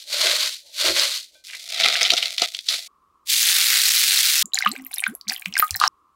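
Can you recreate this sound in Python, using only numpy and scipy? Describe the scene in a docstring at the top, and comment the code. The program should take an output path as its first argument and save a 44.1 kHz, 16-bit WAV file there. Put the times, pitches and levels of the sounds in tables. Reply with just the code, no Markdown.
"""In a quiet kitchen, several steps of preparing food are heard close up, one after another.
Hands toss salted cabbage in a glass bowl (dense clicks), then wring it (clumped clicks, short noise bursts).
Hot oil sizzles on chili flakes and sesame seeds: ticks, small chirping bubbles and low gurgles.
Sauces are poured into the oil: dying sines for bubbles, rising sines for glugs, bursts for splashes.
Faint coloured noise is the room, and later also the air in the open sauce bowl."""
import sys
import numpy as np
from scipy import signal
from scipy.io import wavfile
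from scipy.ndimage import uniform_filter1d

SR = 44100
rng = np.random.default_rng(int(sys.argv[2]) if len(sys.argv) > 2 else 0)


def master_out(mix):
    """Clip the mix to full scale and print it as 16-bit PCM to the path in sys.argv[1]."""
    frames = np.transpose(np.atleast_2d(mix))
    ceiling = np.clip(frames, -1, 1)
    pcm = np.round(ceiling * 32767).astype(np.int16)
    wavfile.write(sys.argv[1], SR, pcm)


N = 271215
TIME = np.arange(N) / SR

# start of each step, and the end of the last [s]
TOSS_S, WRING_S, SIZZLE_S, POUR_S, END_S = 0, 1.44, 2.878, 4.428, 5.879
EDGE_HZ = 15900  # upper limit of the band

# Handfuls of leaves dug up, lifted and let fall:
# (time [s], hold [s], relative rustle level [dB], contact with the bowl relative to rustle [dB])
HANDFULS = [(0.0, 0.016, -41, -14), (0.127, 0.11, -24.5, -3), (0.204, 0.13, -20, -1),
            (0.349, 0.12, -22.5, -10), (0.518, 0.022, -32.5, -21), (0.662, 0.034, -51, 5),
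            (0.799, 0.051, -22, -14), (0.854, 0.043, -19, 4), (0.962, 0.091, -20, -2.5),
            (1.063, 0.1, -26, -17), (1.34, 0.034, -57, 7), (2.712, 0.028, -25, -24.5)]
# each swells and dies away at steady rates; the leaves leave the glass sooner than they stop rustling
RISE_DB_PER_S, FALL_DB_PER_S, LIFT_OFF_DB_PER_S = 343, 228.5, 271
# Spectrum of crisp leaves: (frequency [Hz], density [dB per Hz])
CRISP_SPECTRUM = [(800, -21), (1050, -9), (1350, -7.5), (1550, -3), (1750, -9), (2000, -2.5), (2700, -4.5),
                  (4300, 2.5), (5200, -7), (8000, -15.5), (12300, -22), (15800, -30)]
# Hollow note of leaves against the bowl: (frequency [Hz], density [dB per Hz])
TOSS_HOLLOW_SPECTRUM = [(150, -65), (250, -26.5), (339, -6), (384, -36), (451, -5), (618, 7), (758, -14.5),
                        (900, -6), (1170, -48), (1980, -120)]
# Soft bumps of the tossed leaves: (frequency [Hz], density [dB per Hz])
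TOSS_BUMP_SPECTRUM = [(15, -53.5), (25, -24.5), (75, -5), (108, -10.5), (300, -13.5), (390, -47),
                      (660, -120)]
# Modes of the glass rim brushed by a hand: (frequency [Hz], relative level [dB], decay time t60 [s])
RIM_MODES = [(600, -61, 0.077), (1540, -55.5, .35), (2400, -58, 0.34), (3470, -50, 0.12)]
RIM_S = 1.352

# Grip on the wet leaves: (time [s], relative squelch level [dB])
GRIP_LEVELS = [(1.445, -43), (1.53, -39), (1.645, -39.5), (1.72, -28.5), (1.80, -20), (1.861, -14),
               (1.925, -21), (2.055, -17), (2.085, -24), (2.25, -23.5), (2.37, -37.5), (2.429, -17),
               (2.51, -42), (2.57, -38), (2.65, -69.5), (2.711, -22.5), (2.872, -44)]
CUPPED_S = 1.5  # the hands close round the leaves and form a hollow
# Spectrum of wet leaves: (frequency [Hz], density [dB per Hz])
WET_SPECTRUM = [(800, -15), (1000, -25), (1300, -5.5), (1700, -14), (2050, -0.5), (2900, -7), (3550, 1.5),
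                (4480, -2.5), (6000, -12), (8000, -18), (11000, -22.5), (15800, -31)]
# Hollow of hands and bowl: (frequency [Hz], density [dB per Hz])
WRING_HOLLOW_SPECTRUM = [(150, -45), (250, -15), (313, -27.5), (442, -17.5), (486, -4), (588, -1), (672, 9),
                         (950, -26.5), (1240, -36.5), (2090, -120)]
# Low bumps of the wrung leaves: (frequency [Hz], density [dB per Hz])
WRING_BUMP_SPECTRUM = [(18, -51), (30, -33), (116, -4.5), (204, 6.5), (300, -20.5), (390, -43), (660, -120)]
# Short bursts of noise from the leaves, many of them wet squirts:
# (time [s], relative rms level [dB], centre [Hz], length [s])
LEAF_BURSTS = [(0.215, -14, 4150, 0.0017), (0.267, -14, 3200, 0.0058), (0.996, -7.5, 4380, 0.0017),
               (1.482, -38, 2440, 0.025), (1.52, -34.5, 2200, 0.034), (1.744, -19, 3930, .003),
               (1.832, -12, 3500, 0.01), (1.954, -12.5, 2520, 0.0027), (2.029, -9.5, 4900, 0.0032),
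               (2.049, -14.5, 3330, 0.009), (2.097, -10, 3380, 0.013), (2.118, -9.5, 4140, 0.0016),
               (2.134, -12, 4300, 0.0042), (2.166, -17.5, 3840, 0.0056), (2.174, -13, 3460, 0.0048),
               (2.225, -15, 2700, 0.0053), (2.253, -16.5, 3700, 0.005), (2.38, -12.5, 3600, 0.0032),
               (2.418, -10.5, 4220, 0.0049), (2.546, -19.5, 3630, 0.0045), (2.589, -20.5, 3850, 0.003),
               (2.683, -14.5, 4020, 0.014)]
# small squirts between these bursts: highest level relative to the grip, middle pitch and length
DRIBBLE_DB, DRIBBLE_HZ, DRIBBLE_S = 0.5, 4100, 0.0028
# Lumps of cabbage landing in the bowl:
# (time [s], peak level [dB], ring time t60 [s], weight: tilt toward the low modes [dB per octave])
CABBAGE_LUMPS = [(.245, -26.5, 0.15, 6), (.842, -25.5, 0.21, 9.5), (.885, -22, 0.2, 17),
                 (1.868, -30, 0.054, 2), (2.121, -21.5, 0.023, -6), (2.135, -16.5, 0.016, -7),
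                 (2.42, -15.5, 0.018, -5)]
# Modes of the loaded bowl: (frequency before random detuning [Hz], level before the tilt [dB])
LOADED_BOWL_MODES = [(85, -48.5), (210, -34.5), (350, -5), (405, 1.5), (560, -0.5), (680, 4.5), (1310, -7)]

# the oil meets the chili; the fizz swells and holds until it stops
OIL_S, FIZZ_RISE_S, FIZZ_DB, FIZZ_FALL_S = 3.245, 0.057, -18.5, .003
POOL_S, BUBBLING_DB = .15, -31  # coarse bubbling grows as the oil pools
# Spectrum of frying ticks: (frequency [Hz], density [dB per Hz])
FRYING_SPECTRUM = [(600, -53), (805, -19), (957, -29), (1150, -16), (1490, -8.5), (2100, -2.5),
                   (3100, -1.5), (4300, 1.5), (5400, -2), (8000, -5), (12100, -8), (15800, -9.5)]
# Surges of the oil stream into its pool: (time [s], hold [s], gurgle level [dB])
OIL_SURGES = [(3.46, 0.14, -59), (3.71, 0.043, -55.5), (4.02, .02, -73.5), (4.11, .02, -64),
              (4.22, 0.042, -72)]
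# each surge swells and subsides; it stirs up coarse bubbling by up to this much above its gurgle
SURGE_RISE_DB_PER_S, SUBSIDE_DB_PER_S, STIR_DB = 354, 150, 27.5
# Oil stream falling into its pool: (frequency [Hz], density [dB per Hz])
GURGLE_SPECTRUM = [(41, -38), (70, -19), (162, 4.5), (286, 1), (326, -13), (482, 11), (650, -5), (840, -42),
                   (1430, -120)]

# Gushes from the bottle: (time [s], length [s], relative trickle level [dB], relative foam level [dB])
BOTTLE_GUSHES = [(4.56, 0.11, -35.5, -45), (4.73, 0.048, -45.5, -52), (4.849, 0.054, -60.5, -49),
                 (4.913, 0.13, -43, -48), (5.293, 0.014, -33, -35), (5.373, 0.066, -51, -45),
                 (5.549, 0.091, -36.5, -36), (5.734, 0.19, -42, -43)]
# the trickle starts quickly and settles; its foam fizzes a little later and longer
GUSH_RISE_DB_PER_S, SETTLE_DB_PER_S, FOAM_LAG_S, FOAM_FADE_DB_PER_S = 897.5, 252.5, 0.023, 177.5
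# Loudest bubbles in the sauce: (time [s], relative peak level [dB], base pitch [Hz], decay time t60 [s])
LOUD_BUBBLES = [(4.457, -20.5, 7050, 0.0059), (4.5355, -13, 3880, 0.014), (4.5443, -8, 6900, 0.0086),
                (4.555, -14, 4140, 0.013), (4.588, -0.5, 4300, 0.003), (4.6237, -10.5, 2070, 0.015),
                (4.6474, -23.5, 2950, 0.039), (4.659, -16, 1657, .036), (4.662, -6, 1156, 0.024),
                (4.716, -17.5, 4180, 0.0087), (4.763, -20, 2220, 0.0081), (4.849, -25, 11400, .005),
                (4.867, -19, 13500, 0.0033), (4.9357, -26, 3980, .011), (4.941, -14.5, 10200, 0.0045),
                (4.983, -26.5, 3650, .04), (4.9832, -12.5, 10850, .005), (5.004, -11.5, 9000, 0.0036),
                (5.012, -23, 8320, .0055), (5.0389, -7, 2210, .01), (5.066, -9.5, 1470, 0.012),
                (5.0793, -16.5, 10000, .0026), (5.1515, -20.5, 10950, 0.0046), (5.212, -25, 4500, 0.0059),
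                (5.2823, -11, 4100, 0.004), (5.287, -16, 5900, .007), (5.298, -8.5, 4560, 0.0048),
                (5.3257, -15, 2450, 0.0027), (5.3324, -18, 9900, .0043), (5.346, -11.5, 10600, 0.0011),
                (5.4586, -7, 2280, 0.0048), (5.5261, -23.5, 2830, .0066), (5.5546, -15, 2080, 0.015),
                (5.568, -9, 1590, 0.013), (5.579, -13, 8300, .003), (5.5894, -3.5, 8600, 0.0018),
                (5.6012, -4.5, 1800, 0.0038), (5.6246, -8, 1236, 0.044), (5.7083, -1.5, 4270, 0.0015),
                (5.7433, -20, 4120, .017), (5.761, -6.5, 13700, .0012), (5.8005, -5, 4170, 0.0024),
                (5.814, -6, 1160, 0.016), (5.8383, 4, 1120, 0.0058), (5.877, -8, 5420, 0.014)]
# Air gulped by the bottle:
# (time [s], relative peak level [dB], starting pitch [Hz], length [s], pitch rise [octaves])
AIR_GULPS = [(4.437, -42, 197, 0.066, 3.5), (4.656, -29, 200, 0.14, 4.5), (4.766, -35, 263, 0.15, 0),
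             (5.077, -30, 212, 0.098, 4), (5.263, -38.5, 204, 0.1, 2.3), (5.462, -34, 184, 0.094, 1),
             (5.705, -33, 81.5, 0.096, 2.5)]
# Sauce slapping the oil: (time [s], relative rms level [dB], centre [Hz], length [s])
SAUCE_SPLASHES = [(4.54, -34, 5440, 0.034), (4.94, -19.5, 11500, 0.006), (5.291, -19, 4860, 0.0074),
                  (5.305, -25.5, 2380, 0.0078), (5.563, -24, 2560, 0.0061), (5.6, -22, 5000, 0.0016)]
# Spectrum of the trickle: (frequency [Hz], density [dB per Hz])
TRICKLE_SPECTRUM = [(400, -35.5), (800, 13), (1000, -4), (1500, -20.5), (2300, -18), (4200, -17.5),
                    (6000, -17), (9000, -33)]
# Spectrum of the foam: (frequency [Hz], density [dB per Hz])
FOAM_SPECTRUM = [(2000, -52.5), (7000, -4.5), (10000, -4), (15500, -0.5)]
# The stream plunging into the sauce: (time [s], relative level [dB])
PLUNGE_LEVELS = [(5.79, -49), (5.82, -22.5), (5.85, -20), (5.875, -27)]
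# Spectrum of the plunging stream: (frequency [Hz], density [dB per Hz])
CHURN_SPECTRUM = [(290, -45), (500, -24.5), (823, 1), (1520, 1.5), (2360, -17), (2960, -4.5), (3460, -12),
                  (4050, -1.5), (5540, -10.5), (15000, -43)]
# Cavity modes of the sauce bowl: (frequency [Hz], relative level [dB], decay time t60 [s])
CAVITY_MODES = [(786.5, 1.5, 0.07), (1248, -0.5, 0.1), (1637, 1.5, 0.029), (2270, -8, 0.037),
                (3140, -17, .03), (4140, 3.5, 0.03)]

# Noise of the room: (frequency [Hz], density [dB per Hz])
ROOM_SPECTRUM = [(30, -13.5), (70, -6), (130, -17.5), (350, -11), (700, -23.5), (2000, -27), (15000, -37)]
ROOM_DB, EARLY_ROOM_DB = -72.5, -4.5  # level, and its change before the sizzle begins
# Room noise ringing faintly in the open sauce bowl: (frequency [Hz], density [dB per Hz])
BOWL_AIR_SPECTRUM = [(700, -25.5), (930, -10), (1090, 6), (1330, -2.5), (1500, -23), (2200, -35)]
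BOWL_AIR_DB = -63


def tossing(press=1.0, treble_follow=0.9, bump_follow=1.8):
    """Friction and fracture: crisp leaves rub and snap, fuller when pressed; the bowl adds a hollow note and bumps."""
    rustle = swells([row[:3] for row in HANDFULS], RISE_DB_PER_S, FALL_DB_PER_S)
    touches = [(s, hold, db + touch_db) for s, hold, db, touch_db in HANDFULS]
    contact = swells(touches, RISE_DB_PER_S, LIFT_OFF_DB_PER_S)
    snaps = crackle(per_s=5800, spread_db=3.5, clump_db=2.0, clump_s=.0042, hiss=0.62)
    nudges = crackle(per_s=350, spread_db=2, clump_db=2, clump_s=.012, hiss=.6)
    body, crisp, top = bands(colour(snaps, CRISP_SPECTRUM), low_hz=2220, high_hz=5810)
    pressed_body = body * (rustle / amp(-18.5)) ** press
    out = amp(-0.5) * rustle * (crisp + pressed_body)
    out += amp(-6) * rustle ** treble_follow * top
    out += amp(-14.5) * contact * colour(nudges, TOSS_HOLLOW_SPECTRUM)
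    out += amp(-30) * contact ** bump_follow * colour(nudges, TOSS_BUMP_SPECTRUM)
    add(out, RIM_S, amp(-1.5) * ring(RIM_MODES))
    return out * during(TOSS_S, SIZZLE_S)


def wringing(press=1.0, treble_follow=0.45, hollow_follow=1.36, bump_follow=1.78):
    """Intermittent yielding: wet leaves give way in clumped bursts; a hard grip deepens them and sounds the hollow."""
    grip, = levels(GRIP_LEVELS)
    bursts = crackle(per_s=2200, spread_db=5.0, clump_db=3.5, clump_s=.0042, hiss=.35)
    body, crisp, top = bands(colour(bursts, WET_SPECTRUM), low_hz=1800, high_hz=6240)
    pressed_body = body * (grip / amp(-18.5)) ** press
    out = amp(-2.5) * grip * (crisp + pressed_body)
    out += amp(-24.5) * grip ** treble_follow * top
    cupped = grip ** hollow_follow * during(CUPPED_S, SIZZLE_S)
    out += amp(-12) * cupped * colour(bursts, WRING_HOLLOW_SPECTRUM)
    out += amp(-30.5) * grip ** bump_follow * colour(bursts, WRING_BUMP_SPECTRUM)
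    return (out + dribbles(grip, count=45)) * during(WRING_S, SIZZLE_S)


def dribbles(grip, count):
    """Pressure-driven flow: small squirts at random moments, their strength bounded by the grip."""
    when, strength, size = rng.random((count, 3)).T
    times = WRING_S + when * (SIZZLE_S - WRING_S)
    db = 20 * np.log10(np.interp(times, TIME, grip)) + DRIBBLE_DB - 6 * strength
    pitches = DRIBBLE_HZ * 2 ** (size - .5)
    rows = [(s, level, hz, DRIBBLE_S) for s, level, hz in zip(times, db, pitches)]
    return spurts(rows, sharpness=1.4, spray=.05, level_db=-0.5)


def lumps(contact_s=0.017):
    """Modal excitation by impact: soft wet lumps thump the loaded bowl; heavy ones favour its low modes."""
    out = np.zeros(N)
    for s, db, t60, weight_db in CABBAGE_LUMPS:
        modes = [(hz * rng.uniform(0.94, 1.05), mode_db - weight_db * np.log2(hz), t60)
                 for hz, mode_db in LOADED_BOWL_MODES]
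        thump = ring(modes)
        thump *= 1 - np.exp(-TIME[:len(thump)] / contact_s)  # a soft contact builds up gradually
        add(out, s, amp(db) * thump / abs(thump).max())
    return out


def sizzling():
    """Flash boiling: moisture turns to steam in ticks and pings; coarse bubbles and gurgles follow as the oil pools."""
    span, age = (OIL_S, POUR_S), np.maximum(TIME - OIL_S, 0)
    heat = np.minimum(age / FIZZ_RISE_S, 1) ** 3
    heat *= np.clip((POUR_S - TIME) / FIZZ_FALL_S, 0, 1)
    pool = 1 - np.exp(-age / POOL_S)
    gurgle = swells(OIL_SURGES, SURGE_RISE_DB_PER_S, SUBSIDE_DB_PER_S)
    ticks = crackle(per_s=4600, spread_db=5.0, clump_db=1.57, clump_s=0.0029, hiss=0.52)
    coarse, fine = split(colour(ticks, FRYING_SPECTRUM), hz=2300)
    pings = chirps(span, count=900, low_hz=3340, high_hz=15100, cycles=34, spread_db=5.0, rise=.05)
    blips = crackle(per_s=1100, spread_db=4.5, clump_db=3, clump_s=0.012, hiss=0.18)
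    bubbling = amp(BUBBLING_DB) + amp(STIR_DB) * pool ** 2 * gurgle
    out = heat * amp(FIZZ_DB) * (fine + amp(-13.5) * pings)
    out += heat * pool * bubbling * coarse
    out += gurgle * colour(blips, GURGLE_SPECTRUM)
    return out * during(*span)


def pouring():
    """Air entrainment: gushes trickle, foam and splash, exciting the cavity of the bowl, while the bottle glugs."""
    trickle_rows = [row[:3] for row in BOTTLE_GUSHES]
    foam_rows = [(s + FOAM_LAG_S, length, db) for s, length, _, db in BOTTLE_GUSHES]
    trickle = swells(trickle_rows, GUSH_RISE_DB_PER_S, SETTLE_DB_PER_S)
    foam = swells(foam_rows, GUSH_RISE_DB_PER_S, FOAM_FADE_DB_PER_S)
    span = POUR_S, END_S
    drops = chirps(span, count=560, low_hz=1440, high_hz=5510, cycles=22.5, spread_db=8.5, rise=0.16)
    froth = chirps(span, count=200, low_hz=6850, high_hz=14200, cycles=47, spread_db=14.5, rise=.05)
    foam_clicks = crackle(per_s=380, spread_db=10, clump_db=7.5, clump_s=0.0048, hiss=.1)
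    trickle_clicks = crackle(per_s=650, spread_db=17.5, clump_db=10.5, clump_s=0.0067, hiss=0.22)
    out = pops() + amp(-0.5) * trickle * drops
    out += amp(1) * foam * froth
    out += amp(-2) * foam * colour(foam_clicks, FOAM_SPECTRUM)
    out += amp(-10.5) * trickle * colour(trickle_clicks, TRICKLE_SPECTRUM)
    out += spurts(SAUCE_SPLASHES, sharpness=1.8, spray=.05, level_db=-4.0)
    plunge = levels(PLUNGE_LEVELS)[0] * during(PLUNGE_LEVELS[0][0], END_S)
    out += plunge * colour(rng.standard_normal(N), CHURN_SPECTRUM)
    out = signal.sosfilt(signal.butter(4, 620, "high", fs=SR, output="sos"), out)
    out += amp(-47.5) * signal.oaconvolve(out, ring(CAVITY_MODES))[:N]
    out += amp(-1.5) * glugs()
    return (out + amp(-12.5) * echoes(out, t60=0.13)) * during(POUR_S, END_S)


def pops(snap_db=-5, snap_s=0.00012, wet_db=-21, wet_s=0.0024):
    """Bubble resonance: each loud bubble snaps free and rings, with a fine wet spatter mostly above its pitch."""
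    out = np.zeros(N)
    for s, db, hz, t60 in LOUD_BUBBLES:
        tone = bubble(hz, t60, rise=0.087)
        t = TIME[:len(tone)]
        film = signal.butter(1, [.8 * hz, min(3 * hz, EDGE_HZ)], "band", fs=SR)
        noise = signal.lfilter(*film, rng.standard_normal(len(t)))
        spatter = unit(signal.lfilter(*film, noise))
        spatter *= amp(snap_db) * np.exp(-t / snap_s) + amp(wet_db) * np.exp(-t / wet_s)
        add(out, s, amp(db) * (amp(5.0) * tone + spatter))
    return out


def glugs(swell_share=0.11, slosh=0.63):
    """Resonance of a closing cavity: air pockets ring low, most sweeping upward as they close; sloshing wavers them."""
    out = np.zeros(N)
    for s, db, hz, length, octaves in AIR_GULPS:
        u = np.arange(int(length * SR)) / (length * SR)  # share of the glug elapsed
        envelope = u ** 2 * np.exp(-u / swell_share) * (1 - u ** 8)
        waver = 1 + slosh * u * unit(uniform_filter1d(rng.standard_normal(len(u)), size=250))
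        pitch = hz * 2 ** (octaves * u ** 3)
        tone = np.sin(2 * np.pi * np.cumsum(pitch) / SR)
        add(out, s, amp(db) * envelope / envelope.max() * waver * tone)
    return out


def chirps(span, count, low_hz, high_hz, cycles, spread_db, rise):
    """Superposition: a swarm of small bubbles of random pitch and strength between two times, at rms 1."""
    out = np.zeros(N)
    for when, size, strength in rng.random((count, 3)):
        hz = low_hz * (high_hz / low_hz) ** size
        s = span[0] + when * (span[1] - span[0])
        gain = amp(-spread_db * np.log(strength + 0.015))
        add(out, s, gain * bubble(hz, cycles / hz, rise))
    return unit(out)


def bubble(hz, t60, rise, pinch=0.24):
    """Damped bubble oscillation: sharp for a cycle as it pinches off, then climbing by the share rise to the surface."""
    t = TIME[:int((t60 + .02) * SR)]
    pitch = hz * (1 + pinch * np.exp(-t * hz) + rise * np.minimum(t / t60, 1))
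    turns = np.cumsum(pitch) / SR
    onset = 1 - np.exp(-turns / 0.87)
    return np.sin(2 * np.pi * turns) * np.exp(-np.log(1000) * t / t60) * onset


def spurts(rows, sharpness, spray, level_db):
    """Resonant noise burst: sputtering noise through a peak filter whistles briefly, with some bright spray."""
    out, t = np.zeros(N), TIME[:SR // 4]
    for s, db, hz, length in rows:
        sputter = amp(5 * np.repeat(rng.standard_normal(len(t)), 90)[:len(t)])
        jet = rng.standard_normal(len(t)) * sputter  # the strength jumps about every 2 ms
        gap = signal.iirpeak(hz, sharpness, fs=SR)
        whistle = unit(signal.lfilter(*gap, signal.lfilter(*gap, jet)))
        envelope = t ** 2 * np.exp(-t / (0.26 * length))
        burst = (whistle + spray * np.gradient(jet)) * envelope
        # the energy is that of a steady sound of this level and length
        add(out, s, amp(db + level_db) * burst * np.sqrt(length * SR / np.sum(burst ** 2)))
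    return out


def crackle(per_s, spread_db, clump_db, clump_s, hiss):
    """Random impulse process: clumped clicks of widely varying size over hiss, with the slow level evened out."""
    size = amp(spread_db * np.minimum(rng.exponential(1, N), 4))
    clicks = size * rng.choice([-1, 1], N) * (rng.random(N) < per_s / SR)
    knots = np.cumsum(rng.uniform(.5, 1.5, N // 20)) * clump_s
    knot_heights = np.clip(rng.standard_normal(len(knots)), -2, 2)
    clumps = amp(clump_db * np.interp(TIME, knots, knot_heights))
    x = (unit(clicks) + hiss * rng.standard_normal(N)) * clumps
    return x / np.sqrt(uniform_filter1d(x ** 2, size=3500) + 1e-9)


def ring(modes):
    """Modal decay: a sum of exponentially dying sines."""
    t = TIME[:SR // 2]
    return sum(amp(db) * np.exp(-np.log(1000) * t / t60) * np.sin(2 * np.pi * hz * t) for hz, db, t60 in modes)


def echoes(x, t60):
    """Reverberation: dense decaying reflections from bowl, counter and walls, with a response of energy 1."""
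    t = TIME[:SR // 2]
    tail = rng.standard_normal(len(t)) * np.exp(-np.log(1000) * t / t60) * (t > .002)
    return signal.oaconvolve(x, tail / np.linalg.norm(tail))[:N]


def room_noise():
    """Stationary coloured noise: a quiet room, quieter before the sizzle begins, and its noise ringing in the
    sauce bowl."""
    room_level = amp(ROOM_DB + EARLY_ROOM_DB * (TIME < SIZZLE_S))
    room = room_level * colour(rng.standard_normal(N), ROOM_SPECTRUM)
    stirring_air = crackle(per_s=3600, spread_db=1.5, clump_db=1, clump_s=.04, hiss=2.5)
    return room + amp(BOWL_AIR_DB) * colour(stirring_air, BOWL_AIR_SPECTRUM) * (TIME > SIZZLE_S)


def amp(db):
    """Logarithmic level: converts decibels to an amplitude ratio."""
    return 10 ** (np.asarray(db) / 20)


def unit(x):
    """Normalization: scales to rms 1."""
    return x / np.sqrt(np.mean(x ** 2) + 1e-20)


def add(mix, s, sound):
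    """Superposition: mixes a sound in place at time s."""
    part = mix[max(round(s * SR), 0):][:len(sound)]
    part += sound[:len(part)]


def levels(rows):
    """Envelope interpolation: one gain curve, linear in decibels, for each level column."""
    s, *columns = np.transpose(rows)
    return [amp(np.interp(TIME, s, db)) for db in columns]


def during(start, end):
    """Gating: on between two times, with ramps of about 2 ms."""
    return uniform_filter1d(1. * ((TIME >= start) & (TIME < end)), size=90)


def swell(start, hold, db, rise_db_per_s, fall_db_per_s):
    """Exponential growth and decay: gain climbs to db at the start, holds, and dies away."""
    early, late = np.maximum(start - TIME, 0), np.maximum(TIME - start - hold, 0)
    return amp(np.maximum(db - rise_db_per_s * early - fall_db_per_s * late, -140))


def swells(rows, rise_db_per_s, fall_db_per_s):
    """Dominance: the strongest of several swells (time [s], hold [s], level [dB]) at each moment."""
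    return np.max([swell(s, hold, db, rise_db_per_s, fall_db_per_s) for s, hold, db in rows], axis=0)


def colour(x, spectrum):
    """Minimum-phase filtering: shapes the spectrum causally, so that clicks keep sharp fronts; result has rms 1."""
    hz, db = np.transpose(spectrum)
    f = abs(np.fft.fftfreq(4096, 1 / SR)) + 1
    skirt = 40 * np.log10(np.minimum(f / hz[0], 1) * np.minimum(hz[-1] / f, 1))  # beyond the end points
    gain_db = np.interp(np.log(f), np.log(hz), db) + skirt
    log_gain = np.log(amp(np.maximum(gain_db, -100)))
    taps = np.fft.ifft(np.exp(signal.hilbert(log_gain).conj())).real
    return unit(signal.oaconvolve(x, taps[:len(taps) // 2])[:N])


def split(x, hz):
    """Band division: parts below and above a frequency, each at rms 1."""
    filters = [signal.butter(3, hz, kind, fs=SR, output="sos") for kind in ("low", "high")]
    return [unit(signal.sosfilt(sos, x)) for sos in filters]


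def bands(x, low_hz, high_hz):
    """Band division: parts below, between and above two frequencies; the lower two sum to rms 1, the top has rms 1."""
    under, top = split(x, high_hz)
    body = signal.sosfiltfilt(signal.butter(2, low_hz, fs=SR, output="sos"), under)
    return body, under - body, top


def scene():
    """Superposition of all the steps and the room's noise, identical in both channels."""
    blows = spurts(LEAF_BURSTS, sharpness=1.77, spray=.03, level_db=-2.0) + lumps()
    cabbage = tossing() + wringing() + blows + amp(-10.0) * echoes(blows, t60=0.098)
    mono = cabbage + sizzling() + pouring() + room_noise()
    return np.array([mono, mono])


def record(dry):
    """Saturation and band limiting: peaks are rounded off below 1, then the highest frequencies are removed."""
    rounded = dry / (1 + dry ** 4) ** (1 / 4)
    low_pass = signal.firwin(401, EDGE_HZ, window=("kaiser", 8), fs=SR)
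    return signal.oaconvolve(rounded, low_pass[None], "same")


dry = scene()
out = record(dry)
master_out(out)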